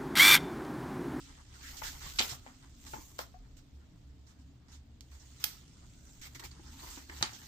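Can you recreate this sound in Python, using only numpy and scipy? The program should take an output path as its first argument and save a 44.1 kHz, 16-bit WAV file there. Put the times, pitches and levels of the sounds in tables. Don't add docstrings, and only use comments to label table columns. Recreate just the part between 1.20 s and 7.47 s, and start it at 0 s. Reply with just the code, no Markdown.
import sys
import numpy as np
from scipy import signal
from scipy.fft import rfft, irfft
from scipy.io import wavfile
from scipy.ndimage import uniform_filter1d

SR = 44100
rng = np.random.default_rng(int(sys.argv[2]) if len(sys.argv) > 2 else 0)


def put_to_file(sound):
    columns = np.atleast_2d(sound).T
    safe = np.clip(columns, -1, 1)
    whole_steps = np.round(safe * 32767)
    wavfile.write(sys.argv[1], SR, whole_steps.astype(np.int16))


N = 276507

# time in seconds, level in dB, fine sheen in dB re papery middle,
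# fold hollow in Hz, skin whisper in dB re papery middle.
RUSTLE_PATH = [(0.0, -56.5, -14, 1550, -29), (0.27, -67, -18, 1310, -25), (0.47, -54, -5.5, 1640, -33),
               (0.66, -59.5, 5, 1380, 1), (0.8, -56, -5, 1610, -11), (0.88, -48.5, -5.5, 1240, -25),
               (0.95, -55.5, -2.5, 1640, -18), (1.03, -45.5, 2.5, 1720, -27),
               (1.15, -54.5, -1.5, 1150, -13), (1.21, -66, -10, 1176, -23), (1.53, -68.5, -11, 1160, -8),
               (1.72, -59.5, 2.5, 920, 0), (1.9, -70, 4, 1090, 3.5), (2.02, -64.5, -6, 1000, -3),
               (2.2, -75.5, -9, 786, -20), (3.8, -80, -8.5, 1150, -12), (3.95, -71, -4, 1290, 3),
               (4.19, -61.5, -13, 1510, -15), (4.37, -63, -10, 1480, -23), (4.45, -66, -18, 1460, -19),
               (4.95, -69, -3.5, 1660, 3.5), (5.27, -62.5, -5, 1770, -20), (5.35, -65.5, -17, 860, -16),
               (5.54, -60.5, -6, 880, -13), (5.6, -55.5, -6, 910, -13), (5.78, -53.5, -6, 960, -11),
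               (5.87, -63.5, -6.5, 1720, -10), (5.98, -52.5, -5.5, 1240, -18),
               (6.11, -59.5, -5.5, 1390, -16), (6.27, -58, -4.5, 2140, -14)]
# middle in seconds, half-length in seconds, hollow gain in dB.
PAGE_ARCHES = [(.38, .06, 7), (1.675, .02, 9), (1.84, .04, 6), (5.45, .07, 11), (5.66, .11, 11),
               (6.2, .06, 6)]
# start in seconds, peak in dB, body and sheen in dB re papery
# middle, hold in seconds, ring in Hz, ring in dB re rub.
FINGER_SLIPS = [(0.337, -48, -4, -14, 0.025, 1400, -14), (0.431, -39.5, -29, -11, 0.064, 1840, -1.5),
                (0.566, -38, -29, -10, 0.027, 4500, -26), (0.631, -31, -21, -7, 0.049, 1680, -9),
                (0.805, -40, -6, -15, 0.053, 1910, -13.5), (1.09, -31, -15, -22, 0.031, 7050, -42),
                (1.229, -51.5, 3, -2, 0.065, 7550, -1), (1.663, -40, -5, -19, 0.018, 5200, -16),
                (1.982, -34, -8, -0.5, 0.034, 5070, -40), (2.366, -51.5, -34, -8, 0.025, 7700, -16),
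                (3.064, -53, -8, -13, 0.047, 6000, -26), (3.187, -60, -17, -15.5, 0.033, 1660, -17),
                (3.481, -53.5, -2, -16, 0.032, 5400, -13), (3.515, -48, -13, -14, .04, 5240, -30),
                (3.912, -52.5, -4, -6, 0.042, 1550, -21), (3.995, -51.5, -18, -12, 0.026, 5700, 10),
                (4.194, -40.5, -13.5, -3, 0.11, 1340, -20), (5.012, -39.5, -29, -8, 0.036, 2220, -14),
                (5.052, -40.5, -7.5, 1.5, 0.019, 2200, -8), (5.147, -38.5, -7.5, -4.5, 0.013, 2130, -8),
                (5.194, -35.5, -3, -6, 0.0075, 4100, -18), (5.236, -37, -6.5, -2.5, 0.02, 2320, -12),
                (5.31, -45, -0.5, -12, 0.0082, 4400, -9), (5.458, -46.5, 3, -14, 0.029, 5270, -3),
                (5.619, -42, -3, 3, 0.096, 4640, -14), (5.699, -44, -10, -11, 0.057, 7600, 7),
                (6.016, -46, -6, 13, 0.006, 4500, -15), (6.131, -40.5, -20, -9, 0.022, 5660, -3)]
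# start in seconds, peak in dB, body and sheen in dB re papery middle,
# left-right difference in dB, ring in Hz, ring gain in dB, crackle in dB.
CREASE_SNAPS = [(0.9866, -19, 0, -18, -1, 3700, 15.5, 1), (0.9903, -14, -11, -54, 1, 2400, 19, -17.5),
                (0.9926, -13, -12, -24, 0, 3870, 20, 6), (1.0025, -27.5, -8, -15, -10, 6800, 20, -8),
                (1.0112, -20, -14, -17, 1, 3330, 31, -2), (1.022, -22, -15, -35, 7.5, 2980, 38, -5),
                (1.047, -32, -14, -12, 2, 3700, 7, -7), (1.1075, -43, -13, -16, 1, 6940, 7, -4),
                (1.9906, -23, 2.5, -19, -0.5, 1440, 16, -24.5), (3.808, -33.5, -21, -7, -5, 4320, -6, -17),
                (4.2401, -16.5, -24, -6, -7, 1750, 4, -10), (4.2417, -16, -6.5, 5.5, 7, 4470, 0, -11),
                (4.2427, -22, -32, 12, -21.5, 6540, -2, 8), (6.0265, -7, -5, -22, 0, 4040, 6.5, -18)]
# start in seconds, peak of knock and scuff in dB,
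# pitch in Hz, t60 in seconds, boom in dB, boom in Hz, scuff in dB re knock.
BLOCK_TAPS = [(0.618, -28.5, 895, 0.037, -70, 137, 6), (0.863, -39.5, 1106, 0.041, -45.5, 150, 2),
              (1.002, -25.5, 733, 0.061, -37.5, 248, 11.5), (1.122, -38.5, 750, 0.065, -42, 129, 7),
              (1.263, -39, 820, 0.097, -75, 200, 8), (1.734, -33, 865, 0.034, -44.5, 124, -5),
              (1.76, -44, 1040, 0.06, -47, 245, -15), (1.783, -51, 794, 0.023, -47, 312, -10),
              (1.991, -31.5, 674, 0.084, -47, 355, -12), (2.141, -48, 730, 0.11, -76, 138, -2.5),
              (3.917, -54, 940, 0.028, -62, 200, 5), (5.395, -50, 820, 0.03, -49.5, 332, 8),
              (5.634, -46, 910, 0.056, -54, 335, -1), (5.774, -40, 950, 0.031, -43, 282, 11),
              (5.896, -35, 1880, 0.01, -47, 325, -7), (6.011, -32, 940, 0.045, -36, 125, 9),
              (6.027, -25, 1230, 0.091, -40, 241, 20)]
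# middle in seconds, half-length in seconds, swell in dB.
AIR_WAFTS = [(0.0, 0.29, -62), (0.66, 0.21, -56), (0.9, 0.11, -56), (1.45, 0.068, -74), (1.73, 0.13, -57),
             (2.246, 0.13, -60.5), (4.76, 0.13, -62), (5.004, 0.04, -56), (5.33, 0.11, -63),
             (5.735, 0.11, -61.5)]

# frequency in Hz, density in dB per Hz.
BODY_SPECTRUM = [(210, -32), (350, 5), (445, -9.5), (705, -10), (854, 1.5), (1900, -5.5), (2470, -15),
                 (4180, -120)]
# frequency in Hz, density in dB per Hz.
PAPER_SPECTRUM = [(760, -48), (1300, -5), (1820, -8), (2050, -7), (2220, -7.5), (2900, -4.5), (3440, -3),
                  (3790, -4), (7160, -2.5), (10200, -11), (13300, -24.5), (22000, -120)]
# frequency in Hz, density in dB per Hz.
SHEEN_SPECTRUM = [(5880, 6), (10000, 16.5), (10800, 14), (11700, 16), (14800, 14.5), (15400, 14),
                  (15900, -43)]
# frequency in Hz, density in dB per Hz.
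WHISPER_SPECTRUM = [(3000, -22), (4500, -10), (6000, 0), (7600, 0), (9500, -20)]
# frequency in Hz, density in dB per Hz.
RUMBLE_SPECTRUM = [(50, -54), (85, 1.5), (92, -18), (108, -1.5), (129, -0.5), (146, -9), (172, -8),
                   (190, -13.5), (275, -6.5), (355, -22), (471, -25.5), (603, -32), (700, -28), (910, -68),
                   (1540, -120)]
# frequency in Hz, density in dB per Hz.
HISS_SPECTRUM = [(300, 4.5), (500, -2.5), (700, 0), (1000, -3.5), (1500, -5.5), (2500, -7), (3500, -5.5),
                 (5000, -10), (7500, -41), (9000, -56), (10200, -44), (12000, -78), (15000, -24),
                 (16000, -24)]

# frequency in Hz, left-right likeness from 0 to 1.
DIFFUSE_LIKENESS = [(60, 0.97), (180, 0.94), (550, 0.55), (1650, 0.15), (4970, 0.01), (15000, 0.0145)]
# frequency in Hz, t60 in seconds.
ROOM_DECAY = [(300, 0.25), (1000, 0.22), (3000, 0.2), (7000, 0.2), (14000, 0.23)]
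# frequency in Hz, left-right difference in dB.
PORT_DIFFERENCE = [(60, -1), (110, 0), (200, 1.5), (380, 1), (700, 5.5), (1290, 1.5), (2380, 3),
                   (4400, -5.5), (8120, -4.5), (15000, 8.5)]
# frequency in Hz, gain in dB.
TREBLE_RESPONSE = [(8400, 0), (9400, -7), (10400, -7), (11400, 0), (15450, 0), (15750, -26), (16500, -30)]

RUSTLE_BODY_DB, HOLLOW_DB, WANDER_DB = -12, -17.5, 6
CRACKLES_PER_S = 250
SLIP_RISE_PER_HOLD, SLIP_FADE_S, SLIP_FADE_PER_HOLD = 0.1, 0.04, 2.94
SLIP_PAN_DB, TAP_PAN_DB = -2, -1.5
CRACKLE_T60_S, FINE_SHORTENS = 0.016, 0.23
SNAP_ROOM_DB, TAP_ROOM_DB = -8, -6
LAG_S = 0.00022
STILL_AIR_DB, DRONE_DB, WAVER_DB = -65.5, -57.5, -1
RUMBLE_DB, HISS_DB = -60, -72
EDGE_HZ = 16600


def rustle():
    s, *columns = np.transpose(RUSTLE_PATH)
    t = np.arange(N) / SR
    db, sheen_db, hollow_hz, whisper_db = (np.interp(t, s, column) for column in columns)
    body_db = RUSTLE_BODY_DB + WANDER_DB * drift(size=2000)
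    hollow_db = HOLLOW_DB + bumps(PAGE_ARCHES) + WANDER_DB * drift(size=2000)

    crackle_db = 4 * np.minimum(rng.exponential(1, N), 4)
    crackle = gain_of(crackle_db) * (rng.random(N) < CRACKLES_PER_S / SR)
    drive = friction(N, 1.5, 0.3) + 2 * crackle * rng.choice([-1., 1.], (2, N))

    hollow = resonate(resonate(drive, hollow_hz, 260), hollow_hz, 310)
    whisper = gain_of(whisper_db) * coloured(drive, WHISPER_SPECTRUM)
    paper = sheet(drive, body_db, sheen_db) + gain_of(hollow_db) * hollow + whisper
    flicker_db = 0.22 * drift(size=600)
    return mottled(gain_of(db + flicker_db) * paper, 2.04)


def slip(db, body_db, sheen_db, hold, hz, ring_db):
    t = np.arange(SR // 3) / SR
    rise = max(SLIP_RISE_PER_HOLD * hold, 0.0005)
    t60 = SLIP_FADE_S + SLIP_FADE_PER_HOLD * hold
    shape = np.minimum(t / rise, 1) * gain_of(-60 * np.maximum(t - hold, 0) / t60)

    rub = friction(len(t), 0.2, 0.18)
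    ring = evened(signal.lfilter(*signal.iirpeak(hz, 6.5, SR), rub))
    rub = rub + gain_of(ring_db) * ring
    sound = mottled(sheet(shape * rub, body_db, sheen_db), 1.8)
    return placed(gain_of(db) * sound / abs(sound).max(), SLIP_PAN_DB)


def snap(db, body_db, sheen_db, pan_db, hz, ring_db, crackle_db):
    t = np.arange(SR // 8) / SR
    t60 = CRACKLE_T60_S * gain_of(-FINE_SHORTENS * sheen_db)
    drive = gain_of(crackle_db - 60 * t / t60) * friction(len(t), 0.62, 0.5)
    drive[:, 0] += 1
    ring = signal.lfilter(*signal.iirpeak(hz, 3.5, SR), drive)
    swell = t * hz * np.exp(-t * hz / 0.21)
    buckle = 2.54 * np.sin(2 * np.pi * 0.82 * hz * t) * swell

    sound = sheet(drive, body_db, sheen_db)
    sound = sound + gain_of(ring_db) * coloured(ring, PAPER_SPECTRUM)
    sound = sound - coloured(buckle[None], PAPER_SPECTRUM)
    return placed(gain_of(db) * sound / abs(sound).max(), pan_db)


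def tap(db, hz, t60, boom_db, boom_hz, scuff_db):
    t = np.arange(SR // 5) / SR
    blow = friction(len(t), 0.52, 0.89) * np.exp(-t / 0.004)
    fade = gain_of(-60 * t / max(t60, 0.01))
    overtone = 0.29 * fade * np.sin(2 * np.pi * 1.56 * hz * t)
    modes = fade * (np.sin(2 * np.pi * hz * t) + overtone)
    knock = signal.fftconvolve(blow, modes[None])[:, :len(t)]

    scuff = friction(len(t), 4.2, 0.62) * (np.exp(-t / 0.00063) + 0.24 * np.sqrt(fade))
    band = signal.butter(2, [0.63 * hz, 2.44 * hz], "band", fs=SR, output="sos")
    scuff = signal.sosfilt(band, scuff)

    onset = np.minimum(t / 0.0021, 1)
    thud = (evened(knock) + gain_of(scuff_db) * evened(scuff)) * onset
    boom = np.sin(2 * np.pi * boom_hz * t) * gain_of(-60 * t / 0.07)
    return placed(gain_of(db) * thud / abs(thud).max() + gain_of(boom_db) * boom, TAP_PAN_DB)


def sheet(drive, body_db, sheen_db):
    body = gain_of(body_db) * coloured(drive, BODY_SPECTRUM)
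    sheen = gain_of(sheen_db) * coloured(drive, SHEEN_SPECTRUM)
    return coloured(drive, PAPER_SPECTRUM) + body + sheen


def friction(size, grain_db, alike):
    clumps = evened(uniform_filter1d(rng.standard_normal(size), size=90))
    both, apart = rng.standard_normal(size), rng.standard_normal((2, size))
    return evened(gain_of(grain_db * clumps) * (alike * both + apart))


def resonate(x, hz, width):
    turn = np.exp(2j * np.pi * np.cumsum(hz) / SR)
    r = np.exp(-np.pi * width / SR)
    smooth = signal.lfilter([1 - r], [1, -r], x / turn)
    return evened((turn * smooth).real)


def mottled(x, patchy_db):
    z = signal.stft(x, nperseg=256)[2]
    patches = rng.standard_normal(z.shape[:0:-1]).T
    patches = uniform_filter1d(uniform_filter1d(patches, size=4, axis=0), size=10, axis=1)
    return signal.istft(z * gain_of(patchy_db * evened(patches)), nperseg=256)[1][:, :x.shape[1]]


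def placed(x, pan_db):
    lag = round(LAG_S * SR)
    delayed = np.array([np.pad(x[0], (0, lag)), np.pad(x[1], (lag, 0))])
    return delayed * gain_of([[pan_db / 2], [-pan_db / 2]])


def room(x):
    taps = np.zeros((2, SR // 2))
    at = np.arange(200, SR // 2 - 12, 12)
    at = at + rng.integers(0, 12, (2, len(at)))
    np.put_along_axis(taps, at, rng.choice([-1., 1.], at.shape), 1)
    hz, t, z = signal.stft(taps, SR, nperseg=256)
    decay = gain_of(-60 * t / read(ROOM_DECAY, hz)[:, None])
    tail = signal.istft(z * decay, SR, nperseg=256)[1]
    return signal.fftconvolve(x, tail / np.linalg.norm(tail[0]), axes=1)[:, :N]


def waft():
    gusts = gain_of(STILL_AIR_DB) + bumps((s, length, gain_of(db)) for s, length, db in AIR_WAFTS)
    return gusts * field([(15, -13.5), (25, -10.5), (42, 8.5), (60, -64)], 4096, 2.5)


def ventilation_note():
    note = field([(45, -21), (60, 16.5), (66, 23.5), (73, 26), (95, -75)], 16384, 0.98)
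    return gain_of(DRONE_DB + WAVER_DB * drift(size=3000)) * note


def ventilation_rumble():
    return gain_of(RUMBLE_DB) * field(RUMBLE_SPECTRUM, 4096, 2.4)


def hiss():
    return gain_of(HISS_DB) * field(HISS_SPECTRUM, 512, 1.0)


def field(spectrum, size, patchy_db):
    frames, hz = 4 * N // size + 5, np.fft.rfftfreq(size, 1 / SR)
    a, b, c, d, patches = rng.standard_normal((frames, len(hz), 5)).T
    patches = evened(uniform_filter1d(uniform_filter1d(patches, size=6, axis=0), size=8, axis=1))
    same = np.clip(read(DIFFUSE_LIKENESS, hz), -1, 1)[:, None]
    left = a + 1j * b
    right = same * left + np.sqrt(1 - same ** 2) * (c + 1j * d)
    z = np.array([left, right]) * gain_of(read(spectrum, hz)[:, None] + patchy_db * patches)
    return evened(signal.istft(z, nperseg=size, noverlap=3 * size // 4)[1][:, :N])


def coloured(x, spectrum):
    hz = abs(np.fft.fftfreq(4096, 1 / SR))
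    log_gain = np.log(gain_of(np.maximum(read(spectrum, hz), -80)))
    taps = np.fft.ifft(np.exp(signal.hilbert(log_gain).conj())).real[:1024]
    return signal.oaconvolve(x, taps[None] / np.linalg.norm(taps), axes=1)[:, :x.shape[1]]


def bumps(rows):
    t = np.arange(N) / SR
    return sum(height * np.exp(-((t - s) / length) ** 2) for s, length, height in rows)


def drift(size):
    return evened(uniform_filter1d(uniform_filter1d(rng.standard_normal(N), size=size), size=size))


def gain_of(db):
    return 10 ** (np.asarray(db) / 20)


def evened(x):
    return x / np.sqrt(np.mean(x ** 2) + 1e-20)


def read(points, hz):
    f, value = np.transpose(points)
    return np.interp(np.log(hz + 1), np.log(f + 1), value)


def add(mix, s, sound):
    part = mix[:, round(s * SR):][:, :sound.shape[1]]
    part += sound[:, :part.shape[1]]


def scene():
    near, thrown = rustle(), np.zeros((2, N))
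    for s, *row in FINGER_SLIPS:
        add(near, s, slip(*row))
    for s, *row in CREASE_SNAPS:
        sound = snap(*row)
        add(near, s, sound)
        add(thrown, s, gain_of(SNAP_ROOM_DB) * sound)
    for s, *row in BLOCK_TAPS:
        sound = tap(*row)
        add(near, s, sound)
        add(thrown, s, gain_of(TAP_ROOM_DB) * sound)
    background = waft() + ventilation_note() + ventilation_rumble() + hiss()
    return near + room(thrown) + background


def record(dry):
    hz = np.fft.rfftfreq(N, 1 / SR)
    tilt_db = read(PORT_DIFFERENCE, hz) / 2
    response_db = np.array([tilt_db, -tilt_db]) + read(TREBLE_RESPONSE, hz)
    ports = irfft(rfft(dry) * gain_of(response_db), N)
    low_pass = signal.firwin(511, EDGE_HZ, window=("kaiser", 9), fs=SR)
    return signal.oaconvolve(ports, low_pass[None], "same")


dry = scene()
out = record(dry)
put_to_file(out)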